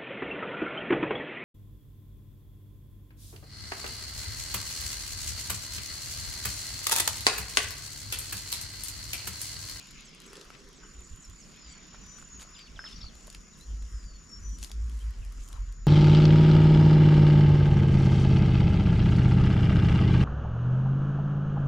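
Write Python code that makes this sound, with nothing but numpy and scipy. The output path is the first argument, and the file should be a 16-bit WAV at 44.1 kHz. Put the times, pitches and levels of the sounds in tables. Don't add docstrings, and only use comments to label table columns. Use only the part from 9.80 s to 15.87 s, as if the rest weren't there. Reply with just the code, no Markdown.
import sys
import numpy as np
from scipy import signal
from scipy.fft import rfft, irfft, next_fast_len
from scipy.io import wavfile
from scipy.ndimage import uniform_filter1d, map_coordinates

SR = 44100
rng = np.random.default_rng(int(sys.argv[2]) if len(sys.argv) > 2 else 0)


def int16_out(signal):
    q = np.round(np.clip(np.atleast_2d(signal).T, -1, 1) * 32767)
    wavfile.write(sys.argv[1], SR, q.astype(np.int16))


N = 267642

# (start [s], end [s], first level [dB], last level [dB],
# one closing stroke [s], stroke rate [Hz], note [Hz], opening stroke [dB], sustain [ratio], pan [dB])
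CRICKET_BOUTS = [(0, 0.236, -63, -59, .0935, 38.5, 7020, -4, .35, 4),
                 (0.982, 2.569, -58, -57.5, 1.0901, 38.2, 7025, -11, .1, -3.5),
                 (3.3, 4.863, -61, -64.5, 3.5031, 38.25, 7000, -9, .21, 4.5),
                 (5.573, 6.102, -69, -64.5, 5.7026, 37.9, 6975, -4.5, 0.4, 6)]

# (time [s], hiss [dB], low body [dB], high body [dB])
RUSTLE_FADERS = [(0, -60, -63, -54.5), (.29, -70, -65, -56), (.57, -65, -60, -58), (.96, -69, -63.5, -61.5),
                 (1.45, -64.5, -64.5, -63.5), (1.85, -72, -63.5, -57.5), (2.25, -67, -61.5, -59.5),
                 (2.6, -71, -62.5, -63.5), (3.14, -67, -63, -58), (3.5, -66, -63, -63),
                 (3.87, -65, -65.5, -65), (4.55, -69.5, -65, -66), (4.9, -62.5, -66, -64.5),
                 (5.27, -68, -63, -64), (5.68, -61, -64, -62), (6.07, -75.5, -66, -69.5)]
# (frequency [Hz], gain [dB])
HISS_EQ = [(4000, -27), (6000, -4), (7300, -0.5), (8300, -10), (11900, -15), (14200, -11.5), (15600, -36)]
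LOW_BODY_EQ = [(700, -51), (950, -2.5), (1050, 1), (1400, 1), (2000, -2.5), (2600, -29.5)]
HIGH_BODY_EQ = [(1500, -38), (2100, -0.5), (2900, 0.5), (3900, -3), (5000, -1), (7000, -7.5), (8000, -47)]
# (frequency [Hz], left-right likeness [ratio])
BED_LIKENESS = [(60, 0.89), (130, 0.8), (500, 0.43), (1500, 0.56), (3000, 0.41), (6000, 0.63), (10000, 0.8),
                (14000, 0.14)]
# (frequency [Hz], pan [dB])
BED_PAN = [(60, -3), (150, -1), (350, -6), (1500, 2), (5000, 0.3), (10000, 2)]

# (time [s], rumble [dB], murmur [dB], insects [dB])
AMBIENCE_FADERS = [(0, -57.5, -72.5, -78), (.62, -57.5, -66, -67), (1.08, -57, -71, -61),
                   (1.45, -58, -71, -66.5), (2.21, -56, -67.5, -59.5), (2.7, -57.5, -71, -61.5),
                   (3.19, -56, -65.5, -62.5), (3.82, -56, -72, -59.5), (4.3, -58, -72.5, -61.5),
                   (4.87, -55, -70.5, -61), (5.22, -58.5, -72, -67), (5.6, -58, -68, -71),
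                   (6.07, -60.5, -73.5, -66)]
# (frequency [Hz], gain [dB])
RUMBLE_EQ = [(15, -32), (25, 1), (47, -7.5), (86, -20.5), (102, -17.5), (146, -4), (183, -3), (480, -20),
             (620, -39), (1060, -120)]
MURMUR_EQ = [(250, -21), (400, -4.5), (600, -5), (900, -8.5), (1100, -38)]
# (centre [Hz], width [Hz], trim [dB])
INSECT_BANDS = [(5740, 30, -10), (5540, 60, -10), (4960, 250, -12), (6770, 360, -4.5), (5750, 900, -8)]

# (time [s], level [dB])
BREEZE_FADER = [(0, -64), (1, -62.5), (2.1, -58), (2.75, -57), (3.3, -54), (3.8, -58.5), (4.1, -48),
                (4.48, -56.5), (4.9, -48.5), (5.3, -44), (6.07, -46.5)]
# (middle [s], length [s], level at the crest [dB], eddy rate [Hz])
WIND_PUFFS = [(0.16, 0.16, -51, 34.5), (.68, .06, -52, 32), (0.867, .08, -53.5, 32),
              (1.033, 0.07, -47.5, 36), (1.191, .12, -42.5, 55), (1.332, 0.064, -49, 38),
              (1.522, 0.14, -47.5, 48.5), (1.882, 0.086, -45, 62.2), (2.225, 0.24, -52, 48),
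              (2.578, .13, -46.5, 59.5), (2.902, 0.068, -48.5, 55), (2.973, .07, -48, 56),
              (3.161, 0.091, -45.5, 52.04), (3.249, 0.083, -43, 58.2), (3.361, .07, -46, 55),
              (3.462, .12, -47.5, 36), (3.581, 0.17, -44.5, 41.7), (3.93, 0.17, -33, 54.75),
              (4.03, .15, -34.5, 54), (4.157, 0.088, -32, 51), (4.256, 0.085, -37, 46),
              (4.354, 0.13, -43, 45.9), (4.6, .14, -42.5, 48.2), (4.701, 0.1483, -31.5, 52.9),
              (4.816, .1, -36, 48), (5.025, .24, -29, 55.5), (5.157, .11, -30.5, 55),
              (5.27, 0.14, -30, 53.1), (5.4, 0.095, -36, 42.1), (5.479, .12, -33.5, 45.08),
              (5.599, 0.12, -36, 45.1), (5.743, 0.078, -37.5, 42), (5.816, 0.09, -30, 45.97),
              (5.901, 0.093, -33.5, 44.34), (6.02, .16, -36, 42)]
# (frequency [Hz], gain [dB])
BUFFET_EQ = [(8.8, -22), (15, -1), (59, -8.5), (78, -5), (120, -15.5), (160, -33), (260, -120)]

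# (time [s], level [dB], body trim [dB], body centre [Hz])
STRAW_SNAPS = [(.0708, -43, 3, 3010), (.1092, -41, 5, 3010), (.2074, -46, 5, 3020), (.2563, -51, 4, 5910),
               (.2923, -51, 3, 5700), (.348, -43, -1, 2510), (.4015, -51, 15, 6000), (.4184, -43, -1, 2920),
               (.4633, -48, 1, 6500), (.499, -51, -3, 6500), (.531, -37.5, -5, 3810),
               (.5683, -43.5, 8, 5900), (.596, -50, 8, 4500), (.6122, -49, 17.5, 4400),
               (.6493, -46, -8, 5910), (.888, -48, 4, 5690), (1.2067, -46, -6, 2830),
               (1.3598, -47, -1, 5660), (1.4498, -46, -7, 5330), (1.498, -47, 6, 4800),
               (2.628, -40, -17, 5460), (3.3528, -47.5, 7, 3520), (3.4702, -37.5, -4, 3570),
               (3.5007, -43.5, 11, 5620), (3.527, -48, 9, 5670), (3.5481, -39, 11, 2650),
               (3.8099, -45, 4, 5000), (4.023, -52, 13, 2400), (4.241, -58.5, 15, 3800),
               (4.6916, -48.5, 1, 5990), (4.787, -43, -2, 4123), (4.8282, -35, 11, 4150),
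               (4.8366, -33.5, 6, 5394), (4.845, -34.5, 10.5, 4190), (4.8615, -44, -9, 5130),
               (4.897, -42, -1, 4066), (4.9155, -36.5, 8, 4450), (5.0961, -45, 3.5, 2816),
               (5.3066, -47, -6, 5150), (5.449, -42, -10, 4830), (5.5228, -41, -8, 5954),
               (5.687, -38.5, -6, 5460), (5.7285, -40, 4, 4040), (5.9242, -51.5, 9, 5586)]

# (time [s], upper voice [dB], lower voice [dB], pan [dB])
BIRD_CHIPS = [(.24, -57, -56, 0), (.448, -60, -60, 2), (.775, -67, -72, 5), (.95, -63, -63.5, 3),
              (1.236, -64, -66, 6), (1.405, -61, -56, 1), (1.585, -64, -56, -1)]
UPPER_S, UPPER_HZ = .05, [7750, 7870, 7600, 7020, 6350]
LOWER_S, LOWER_HZ = .066, [6720, 6620, 6400, 5850, 5400, 5300, 5350]
# (time [s], length [s], first pitch [Hz], middle pitch [Hz], last pitch [Hz],
# level [dB], swell [dB], pan [dB])
BIRD_WHISTLES = [(1.749, 0.26, 5420, 4830, 4330, -63, -2, 3), (2.07, .11, 5600, 5490, 5600, -68, 2, 12),
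                 (2.209, 0.19, 6050, 5970, 5950, -56, 3, 9), (2.504, .15, 6680, 6720, 6740, -53, 2, 2),
                 (2.63, .19, 6750, 6960, 7300, -59, 2, 3), (2.731, 0.15, 5070, 4720, 4420, -57, 2, 1),
                 (2.986, 0.17, 5250, 5257, 5274, -52.5, -3, -2),
                 (3.133, 0.053, 5760, 5780, 5740, -59, 2, 10), (4.072, 0.33, 5560, 4825, 4330, -64, 7, 2.5),
                 (4.47, .12, 5540, 5470, 5490, -54, 6, 2), (4.605, 0.17, 6010, 5950, 5903, -53, 4, 4),
                 (0.782, 0.035, 4800, 4200, 3800, -69, 0, 2), (1.037, .034, 3100, 2900, 2700, -65, 0, 10),
                 (1.885, .048, 7060, 7620, 8150, -60, -2, 5), (3.418, .035, 7600, 7820, 8100, -70, 0, 5),
                 (3.725, .032, 3670, 4000, 3100, -65.5, 0, 5), (3.8, 0.057, 3900, 4110, 4250, -59, -7, 1),
                 (5.201, .032, 3120, 3154, 3267, -63.5, 1, 4), (5.415, .06, 2750, 2400, 2260, -67, 0, 5),
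                 (5.548, 0.041, 5100, 4930, 4950, -66, 0, 0), (5.73, 0.038, 4090, 4030, 3780, -67, 0, 9)]
# (time [s], level [dB])
BIRD_SWOOPS = [(2.741, -58.5), (2.854, -61), (2.951, -57.5), (3.052, -55.5)]
SWOOP_S, SWOOP_HZ = .038, [4330, 3730, 3230, 2788, 2500]
# (middle [s], middle pitch [Hz], level [dB])
BIRD_TWITTER = [(3.15, 4320, -59), (3.164, 4500, -60), (3.181, 5250, -53), (3.198, 4450, -57),
                (3.207, 5540, -58), (3.216, 5300, -52), (3.221, 4350, -56), (3.233, 4500, -46.5),
                (3.242, 5300, -52), (3.251, 4430, -45), (3.267, 4520, -48), (3.274, 4300, -48.5),
                (3.285, 4380, -51), (3.296, 3350, -60)]
STROKE_S, STROKE_FALL = .012, .17

# (time [s], pitch [Hz], level [dB])
HUM_PATH = [(.38, 369.7, -59), (.58, 410, -61), (.69, 370, -62), (.78, 410, -62.5), (1.14, 370.3, -71),
            (1.3, 366, -64)]
# (time [s], length [s], low cut [Hz], high cut [Hz], level [dB], pan [dB])
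GRIT_SCRAPES = [(0.502, 0.13, 500, 4970, -58.5, 2), (0.715, 0.05, 1190, 3370, -59, 12),
                (1.003, 0.071, 800, 1770, -60, 3), (2.112, 0.064, 600, 2500, -58, 0),
                (2.361, 0.079, 1010, 8560, -57.5, 1), (2.588, 0.059, 548, 8200, -51, 0),
                (2.77, 0.063, 2206, 3800, -54.5, -1), (3.033, 0.049, 1100, 2200, -55, -4),
                (3.069, 0.081, 1500, 5850, -53.5, 1), (4.771, 0.075, 2490, 8950, -57, 4),
                (3.774, 0.038, 4500, 13000, -64, 2), (4.791, 0.12, 499, 13900, -58.5, 3),
                (5.09, 0.21, 1000, 12920, -62, 3), (5.69, .13, 820, 1250, -62, 11)]
# (time [s], level [dB], pitch [Hz], click gain [ratio])
MUD_POPS = [(.531, -42.5, 1340, 1.6), (.555, -42, 3360, 1.7), (0.7034, -43, 1300, 4),
            (2.146, -43.5, 1420, 1.49), (2.385, -45, 1400, 1.1), (2.426, -44, 1400, 1.5),
            (2.597, -45, 2070, 3.4), (2.65, -48, 723, 2.4), (2.791, -44.5, 3430, 1.6),
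            (2.992, -26.5, 1546, 0.23), (3.041, -33, 1720, .45), (3.051, -39.5, 1360, 0.83),
            (3.061, -43.5, 1445, 1.2), (3.243, -43.5, 1240, 1.5), (3.4795, -42.5, 663, 3.4),
            (3.547, -41, 2626, 1.5), (4.905, -46, 757, 2.4), (5.582, -52, 1305, .6), (5.739, -48, 980, .6)]


def amp(db):
    return 10 ** (np.asarray(db) / 20)


def unit(x):
    return x / np.sqrt(np.mean(x ** 2) + 1e-20)


def along(points, hz):
    freqs, values = np.transpose(points)
    return np.interp(np.log(hz + 1), np.log(freqs + 1), values)


def automation(rows, t=None):
    times, *columns = np.transpose(rows)
    return [np.interp(np.arange(N) / SR if t is None else t, times, column) for column in columns]


def wobble(rate):
    return map_coordinates(rng.standard_normal(int(N * rate / SR) + 4), [np.arange(N) * rate / SR])


def equalise(x, response):
    size = next_fast_len(N + SR // 2)
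    return irfft(rfft(x, size) * response(np.fft.rfftfreq(size, 1 / SR)), size)[..., :N]


def bandpass(x, low_hz, high_hz, order=1):
    return signal.sosfilt(signal.butter(order, [low_hz, high_hz], "band", fs=SR, output="sos"), x)


def panned(x, pan_db):
    return np.array([x * amp(pan_db / 2), x * amp(-pan_db / 2)])


def place(out, s, x, pan_db):
    start = round(s * SR)
    out[:, start:start + len(x)] += panned(x, pan_db)[:, :N - start]


def tone(hz):
    return np.sqrt(2) * np.sin(2 * np.pi * np.cumsum(hz) / SR)


def noise_bed(eq, patchy_db, drive=1):
    def mid_side_gains(hz):
        angle = np.arccos(np.clip(along(BED_LIKENESS, hz), -1, 1)) / 2
        return amp(along(eq, hz)) * [np.cos(angle), np.sin(angle)]

    spectra = signal.stft(drive * rng.standard_normal((2, N)), nperseg=512)[2]
    patches = uniform_filter1d(rng.standard_normal(spectra.shape[1:]), 6, axis=0)
    patches = unit(uniform_filter1d(patches, 10, axis=1))
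    mottled = signal.istft(spectra * amp(patchy_db * patches), nperseg=512)[1][:, :N]
    mid, side = equalise(mottled, mid_side_gains)
    stereo = np.array([mid + side, mid - side])
    return unit(equalise(stereo, lambda hz: panned(1, along(BED_PAN, hz))))


def cricket(attack_s=.064, release_s=.023):
    t = np.arange(N) / SR
    out = np.zeros((2, N))
    sway_hz, sway_db = 14 * wobble(50), 1.5 * wobble(45) + 1.5 * wobble(8)
    rasp_hz, rasp_db = 120 * wobble(150), 3 * wobble(200)
    for start, end, first_db, last_db, stroke_s, rate_hz, hz, open_db, sustain, pan_db in CRICKET_BOUTS:
        gate = np.clip(np.minimum((t - start) / attack_s, (end - t) / release_s), 0, 1)
        fader = amp(np.interp(t, [start, end], [first_db, last_db]))
        swing = .5 + .5 * np.cos(2 * np.pi * rate_hz * (t - stroke_s))
        closing = unit(sustain + swing ** 1.74) * amp(sway_db) * tone(hz + sway_hz)
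        opening = unit((1 - swing) ** 2.1) * amp(open_db + rasp_db) * tone(.965 * hz + rasp_hz)
        out += panned(gate * fader * (closing + opening), pan_db)
    return out


def straw_rustle():
    hiss_db, low_db, high_db = automation(RUSTLE_FADERS)
    ticks = (rng.random(N) < 200 / SR) * amp(np.minimum(4 * rng.exponential(size=N), 12))
    grain = 1 + .48 * np.convolve(ticks, np.hanning(130))[:N]
    hiss_gain = amp(hiss_db + 1.1 * wobble(10) + 2.2 * wobble(4.08))
    hiss = hiss_gain * noise_bed(HISS_EQ, patchy_db=2.5, drive=grain)
    low = amp(low_db + wobble(7)) * noise_bed(LOW_BODY_EQ, patchy_db=1.5)
    high = amp(high_db + .78 * wobble(14)) * noise_bed(HIGH_BODY_EQ, patchy_db=2.5, drive=grain ** .52)
    return hiss + low + high


def far_ambience():
    rumble_db, murmur_db, insects_db = automation(AMBIENCE_FADERS)
    out = amp(rumble_db) * noise_bed(RUMBLE_EQ, patchy_db=2)
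    out += amp(murmur_db) * noise_bed(MURMUR_EQ, patchy_db=2.5)
    for hz, width, trim_db in INSECT_BANDS:
        band = [(hz - 2 * width, -60), (hz - width / 2, 0), (hz + width / 2, 0), (hz + 2 * width, -60)]
        out += amp(insects_db + trim_db + wobble(1.84)) * noise_bed(band, patchy_db=1)
    return out


def wind(breeze_hz=38, octave_db=-29):
    power = amp(automation(BREEZE_FADER)[0]) ** 2
    weighted_hz = power * breeze_hz
    for s, length, db, eddy_hz in WIND_PUFFS:
        start = round((s - length / 2) * SR)
        swell = np.abs(np.sin(np.linspace(0, np.pi, int(length * SR)))) ** 1.2
        puff = (amp(db) * swell[:N - start]) ** 2
        power[start:start + len(puff)] += puff
        weighted_hz[start:start + len(puff)] += puff * eddy_hz
    hz = weighted_hz / power * (1 + .0494 * wobble(25))
    lull_db = uniform_filter1d(-29.5 - 10 * np.log10(power), size=SR // 4)
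    roughness = np.clip(lull_db / 28, .13, .7)
    locked = tone(hz) + amp(octave_db + 3.7 * wobble(14)) * tone(2 * hz)
    buffet = noise_bed(BUFFET_EQ, patchy_db=3)
    return np.sqrt(power) * (np.sqrt(1 - roughness ** 2) * locked + roughness * buffet)


def straw_snaps(creak_s=.006, faint_db=-53, thud_db=-5):
    out = np.zeros((2, N))
    t = np.arange(SR // 25) / SR
    from_peak = np.abs(t - creak_s - .001)
    spike = 2.3 * (from_peak == from_peak.min())
    transient = amp(-60 * from_peak / np.where(t > creak_s, .008, .005))
    skirt = .09 * amp(-60 * from_peak / np.where(t > creak_s, .04, .02))
    small_stalks = rng.uniform([.02, faint_db, 0, 3000], [6, faint_db, 9, 6300], size=(14, 4))
    for s, db, body_db, body_hz in [*STRAW_SNAPS, *small_stalks]:
        pan_db = rng.normal(1.5, 1.5)
        bursts = (rng.standard_normal((3, len(t))) + spike) * (transient + skirt)
        bursts *= 5.4 / np.linalg.norm(bursts, axis=1, keepdims=True)
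        crack = bandpass(bursts[0], 6000, 13500)
        body = amp(body_db) * bandpass(bursts[1], .72 * body_hz, 1.4 * body_hz)
        thud = amp(thud_db) * bandpass(bursts[2], 450, 2800)
        place(out, s - creak_s, amp(db) * (crack + body + thud), pan_db)
    return out


def birds():
    out = np.zeros((2, N))
    rasp = wobble(400)

    def sing(s, length, pitches, db, pan_db, swell_db=0, hoarse_hz=70, peaked=.59, glide_loss=0):
        phase = np.linspace(0, 1, int(length * SR))
        knots = phase * (len(pitches) - 1)
        hz = map_coordinates(np.array(pitches, float), [knots], order=2, mode="nearest")
        duck_db = glide_loss * np.abs(np.gradient(hz)) * SR / 1000
        envelope = amp(db - duck_db + swell_db * (phase - .5)) * np.abs(np.sin(np.pi * phase)) ** peaked
        hz += hoarse_hz * rasp[round(s * SR):][:len(phase)]
        place(out, s, envelope * tone(hz), pan_db)

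    for s, upper_db, lower_db, pan_db in BIRD_CHIPS:
        sing(s, UPPER_S, UPPER_HZ, upper_db, pan_db, hoarse_hz=115, glide_loss=.07)
        sing(s, LOWER_S, LOWER_HZ, lower_db, pan_db, hoarse_hz=95, glide_loss=.07)
    for s, length, *pitches, db, swell_db, pan_db in BIRD_WHISTLES:
        sing(s, length, pitches, db, pan_db, swell_db, hoarse_hz=36, peaked=.35)
    for s, db in BIRD_SWOOPS:
        sing(s, SWOOP_S, SWOOP_HZ, db, pan_db=0)
    faint_twitter = rng.uniform([3.07, 3300, -65.5], [3.25, 5580, -57], size=(30, 3))
    for s, hz, db in [*BIRD_TWITTER, *faint_twitter]:
        fall = [hz * (1 + STROKE_FALL / 2), hz * (1 - STROKE_FALL / 2)]
        sing(s - STROKE_S / 2, STROKE_S, fall, db, pan_db=3.5, peaked=1.8)
    return out * amp(1.8 * wobble(45) + 2.7 * wobble(220))


def passing_hum():
    out = np.zeros((2, N))
    t = np.arange(HUM_PATH[0][0], HUM_PATH[-1][0], 1 / SR)
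    hz, db = automation(HUM_PATH, t)
    fuzz = .69 + wobble(260)[:len(t)]
    envelope = signal.windows.tukey(len(t), .2) * amp(db + 2.2 * wobble(11.7)[:len(t)])
    place(out, t[0], envelope * fuzz * tone(hz), pan_db=-3)
    return out


def grit_scrapes():
    out = np.zeros((2, N))
    grit = rng.standard_normal(N) * amp(4.2 * wobble(300))
    for s, length, low_hz, high_hz, db, pan_db in GRIT_SCRAPES:
        rub = bandpass(grit[round(s * SR):][:int(length * SR)], low_hz, high_hz, order=2)
        place(out, s, amp(db) * np.hanning(len(rub)) ** .5 * unit(rub), pan_db)
    return out


def mud_pops(ring_s=.011, ring_cycles=5):
    out = np.zeros((2, N))
    t = np.arange(SR // 25) / SR
    attack = 1 - np.exp(-t / .00018)
    for s, db, hz, click_gain in MUD_POPS:
        pan_db = rng.normal(-.5, 1.5)
        t60 = ring_s + ring_cycles / hz
        ring = np.sin(2 * np.pi * hz * t * (1 + 4 * t)) * amp(-60 * t / t60)
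        burst = (1.2 * amp(-60 * t / .0013) + rng.standard_normal(len(t))) * amp(-60 * t / .01)
        click = click_gain * bandpass(burst, .45 * hz, 1.96 * hz)
        place(out, s, amp(db) * (ring + click) * attack, pan_db)
    return out


def ground_echo(x, send_db, t60=.14):
    t = np.arange(SR // 6) / SR
    tail = rng.standard_normal((2, len(t))) * amp(-60 * t / t60)
    return x + amp(send_db) * signal.fftconvolve(x, tail / np.linalg.norm(tail[0]), axes=1)[:, :N]


def scene():
    wildlife = cricket() + ground_echo(birds(), send_db=-6)
    hands = ground_echo(straw_snaps() + mud_pops() + grit_scrapes(), send_db=-7)
    return wildlife + hands + straw_rustle() + far_ambience() + passing_hum() + wind()


def record(dry, top_hz=15725):
    rolloff = [(11000, 0), (13500, -7.5), (15500, -21)]  # (frequency [Hz], gain [dB])
    return equalise(dry, lambda hz: amp(along(rolloff, hz)) * (hz < top_hz))


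dry = scene()
out = record(dry)
int16_out(out)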